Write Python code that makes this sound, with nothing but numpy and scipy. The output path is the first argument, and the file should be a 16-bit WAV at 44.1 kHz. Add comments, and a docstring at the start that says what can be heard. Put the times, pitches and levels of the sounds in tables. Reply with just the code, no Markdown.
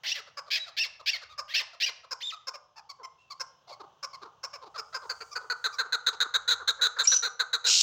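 """Hoarse squeals, then soft murmurs and peeps, come from a chukar partridge in a dry, walled yard.
They give way to a run of loud "chuck" calls as the beak opens wider; a thin whistle cuts in and a
harsh screech ends the run. The low calls are pulses of the syrinx filtered by throat and beak; in the
squeals its two sides intermodulate. The walls add a short reverberation over a faint background."""
import sys
import numpy as np
from scipy import signal
from scipy.fft import rfft, irfft, next_fast_len
from scipy.io import wavfile
from scipy.ndimage import uniform_filter1d

SR = 44100
rng = np.random.default_rng(int(sys.argv[2]) if len(sys.argv) > 2 else 0)


def master_out(mix):
    """Clip the mix to full scale and print it as 16-bit PCM to the path in sys.argv[1]."""
    frames = np.transpose(np.atleast_2d(mix))
    ceiling = np.clip(frames, -1, 1)
    pcm = np.round(ceiling * 32767).astype(np.int16)
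    wavfile.write(sys.argv[1], SR, pcm)


N = 344862
TOP_HZ = 16000


# the bird's excitement: t/s, beak opening/(0-1), roughness/(0-1)
EXCITEMENT = [(0.301, 0.24, 0.58), (3.4, 0.05, 0.51), (4.45, 0.05, 0.65), (4.93, 0.28, 0.47),
              (5.1, 0.59, 0.57), (5.35, 0.56, 0.65), (5.5, 0.72, 0.28), (5.64, 0.93, 0.39),
              (5.921, 0.91, 0.43), (6.1, 0.98, 0.61), (6.95, 0.99, 0.83), (7.25, 0.92, 0.53),
              (7.7, 0.96, 0.65)]
# chuck calls: onset t/s, duration/s, pitch f/Hz, throat level/dB, beak level/dB
CHUCKS = [(0.369, 0.039, 572, -43, -43), (1.377, 0.041, 574, -41, -39), (2.108, 0.035, 546.6, -42.5, -36.5),
          (2.469, 0.033, 558.4, -43, -37.5), (2.534, 0.036, 610, -50, -48.5),
          (3.396, 0.036, 543, -42.5, -37.5), (4.026, 0.0364, 582, -42, -39.5),
          (4.43, 0.035, 537, -43.5, -39), (4.529, 0.046, 585, -49.5, -47.5),
          (4.777, 0.034, 473, -41.5, -39.5), (4.942, 0.039, 517.7, -39, -38.5),
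          (5.093, 0.039, 512.5, -39, -35.5), (5.204, 0.036, 457, -45, -46), (5.353, 0.034, 510, -36, -38.5),
          (5.498, 0.038, 502, -31.5, -35.5), (5.64, 0.042, 504, -32, -30.5),
          (5.783, 0.045, 517.6, -30.5, -32), (5.922, 0.042, 517, -30, -29.5),
          (6.063, 0.042, 498.3, -31.5, -25.5), (6.202, 0.039, 521, -30, -26), (6.338, 0.04, 528, -31, -26),
          (6.476, 0.075, 512.3, -33, -25.5), (6.674, 0.045, 522.7, -33, -25), (6.811, 0.073, 521, -33, -25),
          (6.986, 0.047, 514.7, -32, -26.5), (7.115, 0.04, 528, -35, -28.5),
          (7.223, 0.064, 500, -35.5, -32.5), (7.393, 0.041, 509, -30.5, -29),
          (7.529, 0.041, 500.7, -33.5, -27.5), (7.641, 0.07, 511.6, -39, -30.5)]

def chucks(long_s=0.055, first_push_s=0.031, second_onset_s=0.018):
    """Tract tuning: opening the beak draws two resonances together, steepening attack and pitch fall."""
    out = np.zeros(N)
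    times, openings, roughnesses = np.transpose(EXCITEMENT)
    for start, length, hz, throat_db, beak_db in CHUCKS:
        opening, rough = np.interp(start, times, openings), np.interp(start, times, roughnesses)
        throat_hz = np.interp(opening, [0, 1], [1235, 1477])
        beak_hz = np.interp(opening, [0, 1], [5390, 3915])
        fall_oct = np.interp(opening, [0, 1], [0.397, 0.537])
        peak_at = np.interp(opening, [0, 1], [0.43, 0.23])  # fraction of the call
        growth_db = 0.28 * (throat_db + 31)  # fundamental and mid band grow more slowly than the throat
        timbre = dict(throat_hz=throat_hz, throat_db=throat_db, beak_hz=beak_hz, beak_db=beak_db,
                      fundamental_db=growth_db - 50.5, mid_db=growth_db - 49.5,
                      droop_oct=0.69 * fall_oct)
        if length >= long_s:  # a long call opens with an extra push on a nearly level pitch
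            add(out, start, cluck(first_push_s, 0.96 * hz, fall_oct=0.06, rough=0.47 * rough,
                                  peak_at=0.48, **timbre))
            start, length = start + second_onset_s, length - second_onset_s
        add(out, start, cluck(length, hz, fall_oct, rough, peak_at, **timbre))
    return out


# weaker resonances of the open throat: f/Hz, bandwidth/Hz, level/dB re the beak resonance
UPPER_FORMANTS = [(4243, 1150, -15), (6490, 930, -14), (7490, 1070, -22.5), (9980, 1300, -33),
                  (11870, 1700, -35.5), (15000, 1090, -29)]

def cluck(length, hz, fall_oct, rough, peak_at, throat_hz, throat_db, beak_hz, beak_db,
          fundamental_db, mid_db, droop_oct, beak_width_hz=560):
    """Source and filter: uneven closures of the syrinx sag in pitch and excite the throat and beak."""
    n = int(length * SR)
    progress = np.linspace(0, 1, n)
    rough = np.clip(rough, .15, 1)
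    # the pitch scoops up as the membrane starts, then falls with the pressure
    scoop_oct = 0.197 * np.exp(-progress / 0.121)
    pitch = hz * 2 ** (-fall_oct * (progress ** 2 - .15) - scoop_oct)
    jitter = rough * (0.063 * wander(n, 915) + 0.036 * wander(n, 168.4))
    phase = phase_of(pitch * (1 + jitter))
    orders = np.arange(1, int(TOP_HZ / hz) + 1)[:, None]
    smear_rad = 0.93 * rng.standard_normal(orders.shape)  # spreads each closure, softening its click
    pulses = unit(np.cos(orders * phase + smear_rad).sum(0))
    air = 0.96 * rough * rng.standard_normal(n)
    # the push rises and tapers off; the upper resonances die before the low ones
    arch = np.sin(np.pi * np.interp(progress, [0, peak_at, 1], [0, .5, 1])).clip(0)
    shimmer = undb(2.34 * wander(n, 382.5))
    low_envelope = shimmer * arch ** np.linspace(.6, 0.87, n)
    high_envelope = shimmer * arch ** np.linspace(.8, 1.192, n)
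    ring_out = (0, 256)
    fundamental = np.sin(phase) * shimmer * np.sin(np.pi * progress).clip(0) ** 1.17
    voice = undb(fundamental_db) * unit(np.pad(fundamental, ring_out))
    drooping_hz = throat_hz * 2 ** (droop_oct * (.25 - progress ** 2))
    throat = gliding_resonance(pulses + 1.1 * air, drooping_hz, width_hz=400)
    throat = saturate(throat, span_s=.004) * low_envelope
    voice += undb(throat_db) * unit(resonance(np.pad(throat, ring_out), throat_hz, width_hz=1500))
    # f/Hz, drive bandwidth/Hz, level/dB, air gain, envelope
    bands = [(2400, 800, mid_db, 1, high_envelope), (beak_hz, beak_width_hz, beak_db, 2, high_envelope)]
    bands += [(f, width, beak_db + db, 2, high_envelope) for f, width, db in UPPER_FORMANTS]
    bands += [(740, 550, fundamental_db - 5.5, 16, low_envelope)]  # a low rasp
    for f, width, db, air_gain, envelope in bands:
        # each resonance loads the membrane, which saturates and drives it in turn
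        drive = saturate(resonance(pulses + air_gain * air, f, width), span_s=.004) * envelope
        voice += undb(db) * unit(resonance(np.pad(drive, ring_out), f, 2.26 * width))
    return voice


# transfer curve of the throat in a squeal: f/Hz, gain/dB
SQUEAL_THROAT = [(300, -58.5), (600, -12), (1200, -25.5), (1900, -6.5), (2500, -7), (3200, -2),
                 (3900, -2.5), (4700, 1.5), (5700, -3), (6500, -9), (8000, -22), (10000, -28), (13000, -18),
                 (15500, -19.5)]
# squeals: onset t/s, rise/s, hold/s, fall/s, first f/Hz, held f/Hz, last f/Hz, level/dB,
# flank roughness/(0-1), hold roughness/(0-1)
SQUEALS = [(0.034, 0.052, 0.014, 0.033, 906, 3243, 3940, -30, 0.55, 0.94),
           (0.115, 0.004, 0.0089, 0.0065, 2580, 2740, 2850, -26, 0.65, 0.26),
           (0.138, 0.019, 0.009, 0.037, 2500, 1900, 1350, -36.5, 0.75, 0.71),
           (0.503, 0.017, 0.042, 0.026, 2290, 2470, 1714, -27, 0.74, 0.6),
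           (0.766, 0.034, 0.032, 0.026, 2296, 2700, 1627, -26, 0.78, 0.22),
           (1.059, 0.034, 0.0099, 0.0051, 2166, 2684, 2840, -23.5, 0.68, 0.36),
           (1.109, 0.0036, 0.014, 0.0031, 3110, 3340, 3300, -40, 0.7, 0.5),
           (1.131, 0.003, 0.003, 0.036, 2590, 2295, 1857, -29, 0.53, 0.25),
           (1.479, 0.033, 0.019, 0.008, 1390, 1924, 2170, -41, 0.5, 0.6),
           (1.537, 0.014, 0.012, 0.0066, 2130, 2548, 3000, -23.5, 0.4, 0.73),
           (1.563, 0.0064, 0.016, 0.036, 3033, 2681, 1427, -25.5, 0.68, 0.34),
           (1.8, 0.031, 0.019, 0.0056, 2280, 2795, 3070, -24, 0.76, 0.34),
           (1.86, 0.0028, 0.015, 0.024, 2720, 2400, 1960, -29, 0.6, 0.46),
           (2.204, 0.029, 0.041, 0.0023, 1446, 3630, 3780, -35.5, 0.42, 0.16),
           (2.269, 0.0018, 0.024, 0.028, 3800, 3615, 1740, -34, 0.4, 0)]

def squeals(lower_ratio=0.68):
    """Intermodulation: both sides of the syrinx sing at once; their combination tones blur to a rasp."""
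    out = np.zeros(N)
    for start, *gesture in SQUEALS:
        hz, rough, db = swoop(*gesture, climb=0.0254, onset_db=-14.5, end_db=-11)
        n = len(hz)
        rough = rough.clip(.1, 1)
        jitter = 0.13 * rough ** 1.3
        upper, lower = (phase_of(side_hz * (1 + jitter * wander(n, 1500) + 0.012 * wander(n, 130)))
                        for side_hz in (hz, lower_ratio * hz))
        upper_side = np.sin(upper) + .5 * np.sin(2 * upper) + 0.13 * np.sin(3 * upper)
        lower_side = np.sin(lower) + 1.1 * np.sin(2 * lower)
        sum_tones = 0.79 * np.sin(upper + lower) + 0.15 * np.sin(2 * upper + lower)
        air = 0.796 * rough * rng.standard_normal(n)
        source = upper_side + rough ** 1.52 * (lower_side + sum_tones) + air
        voice = saturate(colour(source, SQUEAL_THROAT), span_s=.006)
        flutter_db = 2 * rough * wander(n, 370)
        add(out, start, voice * undb(db + flutter_db) * fade(n))
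    return out


def swoop(rise_s, hold_s, fall_s, first_hz, held_hz, last_hz, db, flank_rough, hold_rough,
          climb, onset_db, end_db, settle_s=0.0058, break_up_s=0.02):
    """Pressure control: the pitch, roughness and level of a cry follow a rise, a hold and a fall."""
    rise_s, hold_s, fall_s = np.maximum([rise_s, hold_s, fall_s], .002)
    corners = np.cumsum([0, rise_s, hold_s, fall_s])
    t = np.arange(0, corners[-1], 1 / SR)
    hz = np.interp(t, corners, [first_hz, held_hz * (1 - climb), held_hz * (1 + climb), last_hz])
    on_flank = np.maximum((corners[1] - t) / settle_s, (t - corners[2]) / break_up_s).clip(0, 1)
    rough = hold_rough + on_flank * (flank_rough - hold_rough)
    rising, falling = (1 - t / rise_s).clip(0), ((t - corners[2]) / fall_s).clip(0)
    return hz, rough, db + onset_db * rising ** 1.9 + end_db * falling


# spectrum of the bird's hiss: f/Hz, level/dB
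HISS_SPECTRUM = [(530, -60), (900, -40), (1290, -33), (1950, -26.5), (2860, -1.5), (3510, -7.5), (3820, 2),
                 (4740, -0.5), (5350, 3), (6110, -4), (6640, 1.5), (10800, -39.5), (12700, -41),
                 (15200, -28), (16000, -49)]
# envelope of the screech: t/s, level/dB
SCREECH = [(7.657, -39), (7.668, -27), (7.7, -21), (7.73, -21), (7.76, -23), (7.811, -22), (7.82, -25)]

def screech():
    """Aperiodic oscillation: at full pressure the voice loses its pitch in a saturated, fluttering hiss."""
    out = np.zeros(N)
    times, levels = np.transpose(SCREECH)
    db = np.interp(np.arange(times[0], times[-1], 1 / SR), times, levels)
    hiss = saturate(colour(rng.standard_normal(len(db)), HISS_SPECTRUM), span_s=.002)
    flutter_db = 2 * wander(len(db), 501)
    add(out, times[0], unit(hiss) * undb(db + flutter_db))
    return out


# whistles: onset t/s, rise/s, hold/s, fall/s, first f/Hz, held f/Hz, last f/Hz, level/dB,
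# flank roughness/(0-1), hold roughness/(0-1)
WHISTLES = [(0.589, 0.019, 0.03, 0.018, 3760, 3905, 3700, -35, 0.094, 0.052),
            (3.179, 0.012, 0.04, 0.089, 2540, 2710, 2620, -62.5, 0.18, 0.25),
            (7.032, 0.01, 0.0036, 0.023, 6950, 7400, 6170, -32, 0.4, 0.26),
            (7.045, 0.016, 0.005, 0.008, 2260, 2340, 2440, -37, 0.73, 0.54),
            (7.071, 0.0065, 0.0092, 0.009, 4970, 5760, 5930, -13.5, 0.35, 0.066),
            (7.09, 0.013, 0.0614, 0.04, 5810, 5927, 5870, -21, 0.16, 0.18)]

def whistles():
    """Random modulation: a thin sine tone wavers in frequency and amplitude over a rush of air."""
    out = np.zeros(N)
    for start, *gesture in WHISTLES:
        hz, rough, db = swoop(*gesture, climb=0.005, onset_db=-20, end_db=-12)
        n = len(hz)
        jitter = rough * (0.075 * wander(n, 2000) + 0.05 * wander(n, 150.2))
        tone = np.sin(phase_of(hz * (1 + jitter)))
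        air = undb(-2) * rough * unit(colour(rng.standard_normal(n), HISS_SPECTRUM))
        flutter_db = 12 * rough * wander(n, 250)
        add(out, start, (tone + air) * undb(db + flutter_db) * fade(n))
    return out


# peeps: onset t/s, duration/s, pitch f/Hz, throat level/dB, beak resonance f/Hz, beak level/dB
PEEPS = [(1.289, 0.065, 1258, -57.5, 3930, -59.5), (2.32, 0.0374, 1328, -46.5, 4130, -50),
         (2.758, 0.05, 901, -50.5, 4870, -54.5), (2.89, 0.033, 1153, -47.5, 4680, -46.5),
         (3.03, 0.035, 1076, -44, 5500, -49.5), (3.3, 0.038, 1139, -49, 4540, -46.5),
         (3.715, 0.038, 1127, -50, 4490, -53.5), (4.129, 0.0353, 1120, -48, 4700, -50.5),
         (5.31, 0.04, 1213, -50.5, 5250, -48), (5.722, 0.042, 1210, -51, 5100, -49.5)]

def peeps():
    """Upper register: the syrinx vibrates more evenly, about an octave above the chucks, falling little."""
    out = np.zeros(N)
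    for start, length, hz, throat_db, beak_hz, beak_db in PEEPS:
        add(out, start, cluck(length, hz, fall_oct=0.27, rough=0.33, peak_at=0.5,
                              throat_hz=1160, throat_db=throat_db, droop_oct=0.1,
                              beak_hz=beak_hz, beak_db=beak_db, beak_width_hz=1200,
                              fundamental_db=throat_db - 11, mid_db=throat_db - 10.5))
    return out


# soft grunts: onset t/s, duration/s, pitch f/Hz, throat resonance f/Hz, throat level/dB, beak level/dB
MURMURS = [(0.155, 0.059, 563, 1480, -49.5, -54), (0.267, 0.026, 603, 1390, -58.5, -63.5),
           (0.462, 0.038, 625, 1280, -56.5, -63.5), (0.659, 0.051, 698, 1410, -54, -53.5),
           (0.846, 0.028, 612, 1210, -56, -46.5), (0.994, 0.028, 626, 1110, -52.5, -60.5),
           (1.139, 0.03, 645, 1260, -55.5, -58), (1.211, 0.037, 624, 1460, -52, -54.5),
           (1.594, 0.033, 594, 1090, -50, -59), (1.73, 0.029, 658, 1264, -57, -61),
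           (1.882, 0.026, 552, 1250, -49, -50), (2.032, 0.028, 643, 1260, -56, -65),
           (2.986, 0.048, 519, 1074, -55, -84), (3.672, 0.057, 693, 817, -49.5, -56.5),
           (3.795, 0.031, 419.6, 1060, -48, -60.5), (3.834, 0.022, 440, 1015, -55, -75),
           (4.214, 0.033, 415.3, 1130, -48, -57.5), (4.24, 0.044, 446.3, 1130, -52, -70),
           (4.614, 0.039, 530, 1070, -51, -63), (4.647, 0.044, 435.5, 1000, -56, -65),
           (4.741, 0.041, 649, 1320, -44, -53.5), (4.925, 0.034, 641.5, 1420, -45.5, -54),
           (5.015, 0.036, 590, 1200, -51, -65), (5.046, 0.022, 482, 1110, -47.5, -67),
           (5.402, 0.032, 541, 1080, -55, -68), (5.436, 0.031, 469, 1180, -51, -80),
           (5.84, 0.036, 488, 1280, -49, -69), (6.123, 0.033, 475, 1100, -49, -53.5),
           (6.248, 0.023, 448, 1380, -42.5, -64), (6.592, 0.045, 505, 1280, -44, -76),
           (6.79, 0.03, 541, 1370, -43.5, -78), (6.962, 0.028, 545, 1420, -40, -59.5)]

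def murmurs():
    """Weak drive, beak almost shut: the pitch sinks steeply; a low formant favours the fundamental."""
    out = np.zeros(N)
    for start, length, hz, throat_hz, throat_db, beak_db in MURMURS:
        fundamental_db = -58.5 + 0.53 * (throat_db + 49.5) - 7 * np.log2(throat_hz / 1235)
        add(out, start, cluck(length, hz, fall_oct=0.8, rough=0.44, peak_at=0.54,
                              throat_hz=throat_hz, throat_db=throat_db, droop_oct=0.32,
                              beak_hz=4310, beak_db=beak_db, beak_width_hz=1900,
                              fundamental_db=fundamental_db, mid_db=beak_db - 9.5))
    return out


# reverberation time of the yard: f/Hz, T60/s
YARD_T60 = [(300, 0.6), (1200, 0.49), (3000, 0.46), (6000, 0.4), (12000, 0.07)]
# colouring of the reflections: f/Hz, gain/dB
YARD_RESPONSE = [(200, -15), (500, 4.5), (800, 12.5), (1200, 6.5), (1700, -0.5), (2500, -5), (4000, -6.5),
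                 (6000, -1.5), (8000, 5), (15000, -6)]

def yard(x, send_db, build_s=0.0023):
    """Reverberation: clumps of reflections off the walls build up and die away, the treble first."""
    t = np.arange(int(SR * .9)) / SR
    reflections = rng.standard_normal(len(t)) * undb(2.5 * wander(len(t), 400))
    hz, frame_s, spectrum = signal.stft(reflections, SR, nperseg=256)
    decay = undb(-60 * frame_s / on_log(hz, YARD_T60)[:, None])
    tail = signal.istft(spectrum * decay, SR)[1][:len(t)] * (1 - np.exp(-t / build_s))
    tail = colour(tail / np.sqrt(np.sum(tail ** 2)), YARD_RESPONSE)
    return x + undb(send_db) * signal.fftconvolve(x, tail)[:N]


# spectra of the air, the rumble and the rustle: f/Hz, level/dB
AIR_SPECTRUM = [(25, -34), (50, -22), (68, -7), (140, 0), (230, -15), (380, -12), (500, -7), (1200, -6),
                (2200, -24), (3000, -10), (4800, -24), (6200, -17), (8500, -42), (13500, -46), (15500, -30)]
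RUMBLE_SPECTRUM = [(25, -24), (48, -10.5), (66, -1), (95, -6), (200, -19), (600, -67)]
RUSTLE_SPECTRUM = [(2000, -21), (6500, 13), (9000, -2), (13000, -22), (15300, 1), (16000, -11)]
# their envelopes: t/s, level/dB (the air's re air_db)
AIR_SWELL = [(0, 4.5), (1.4, -2.5), (2.7, -2), (3.9, 5), (6.501, 0.5), (7.82, -2)]
RUMBLE_LEVEL = [(0, -111), (0.3, -93), (1.4, -70), (1.7, -85.5), (4.2, -87), (5.162, -75), (5.8, -94),
                (6.5, -67), (7.2, -89), (7.82, -87)]
RUSTLE_LEVEL = [(4.7, -81), (5.12, -64.5), (5.27, -64.5), (5.5, -71), (5.8, -66)]

def background(air_db=-72):
    """Ambient noise: faint, slowly swelling air, a low rumble and a brief airy rustle add in power."""
    t = np.arange(N) / SR

    def bed(spectrum, levels):
        noise = unit(colour(rng.standard_normal(N), spectrum))
        return noise * undb(np.interp(t, *np.transpose(levels)))

    air = undb(air_db) * bed(AIR_SPECTRUM, AIR_SWELL)
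    rustling = (t > RUSTLE_LEVEL[0][0]) & (t < RUSTLE_LEVEL[-1][0])
    return air + bed(RUMBLE_SPECTRUM, RUMBLE_LEVEL) + rustling * bed(RUSTLE_SPECTRUM, RUSTLE_LEVEL)


def resonance(x, hz, width_hz):
    """Cascaded resonators: one band-pass applied twice gives steep skirts."""
    b, a = signal.iirpeak(hz, hz / width_hz, fs=SR)
    return signal.lfilter(b, a, signal.lfilter(b, a, x))


def gliding_resonance(x, hz, width_hz):
    """Heterodyning: shift down, low-pass and shift back, so the pass band follows the curve hz."""
    carrier = np.exp(1j * phase_of(hz))
    low_pass = signal.butter(2, width_hz / 2, fs=SR, output="sos")
    return (signal.sosfilt(low_pass, x / carrier) * carrier).real


def saturate(x, span_s):
    """Amplitude limiting: the level evens out over span_s, as in a saturated membrane."""
    power = uniform_filter1d(x ** 2, size=int(span_s * SR))
    return x / np.sqrt(power.clip(0) + np.mean(x ** 2) / 20)


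def colour(x, points):
    """Linear filtering by a curve of (f/Hz, gain/dB) points."""
    size = next_fast_len(len(x) + 2048)
    gain = undb(on_log(np.fft.rfftfreq(size, 1 / SR), points))
    return irfft(rfft(x, size) * gain, size)[:len(x)]


def on_log(hz, points):
    """Interpolation of (f/Hz, value) points on a log-frequency axis."""
    f, value = np.transpose(points)
    return np.interp(np.log(np.maximum(hz, 1)), np.log(f), value)


def wander(n, rate_hz):
    """Smooth random modulation of unit RMS, with rate_hz new values a second."""
    at = np.arange(n) * rate_hz / SR
    return unit(np.interp(at, np.arange(2048), rng.standard_normal(2048)))


def phase_of(hz):
    """Phase as the time integral of frequency."""
    return 2 * np.pi * np.cumsum(hz) / SR


def fade(n):
    """Cosine tapering over a millisecond or two at each end."""
    return signal.windows.tukey(n, min(1, 140 / n))


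def undb(db):
    """Amplitude ratio of a level."""
    return 10 ** (np.asarray(db) / 20)


def unit(x):
    """Normalisation to unit RMS."""
    return x / np.sqrt(np.mean(x ** 2) + 1e-18)


def add(out, start, x):
    """Superposition of x on out from its start time."""
    i = int(start * SR)
    out[i:i + len(x)] += x[:max(len(out) - i, 0)]


def scene():
    """Superposition: low calls and shrill cries each reverberate in the yard, over its background."""
    low_calls = chucks() + murmurs() + peeps()
    cries = squeals() + whistles() + screech()
    return (yard(low_calls, send_db=-16.5) + yard(cries, send_db=-11.5) + background())[None]


def record(dry):
    """Band limiting: a steep low-pass cuts the treble above TOP_HZ."""
    return signal.sosfilt(signal.ellip(10, .2, 70, TOP_HZ, fs=SR, output="sos"), dry)


dry = scene()
out = record(dry)
master_out(out)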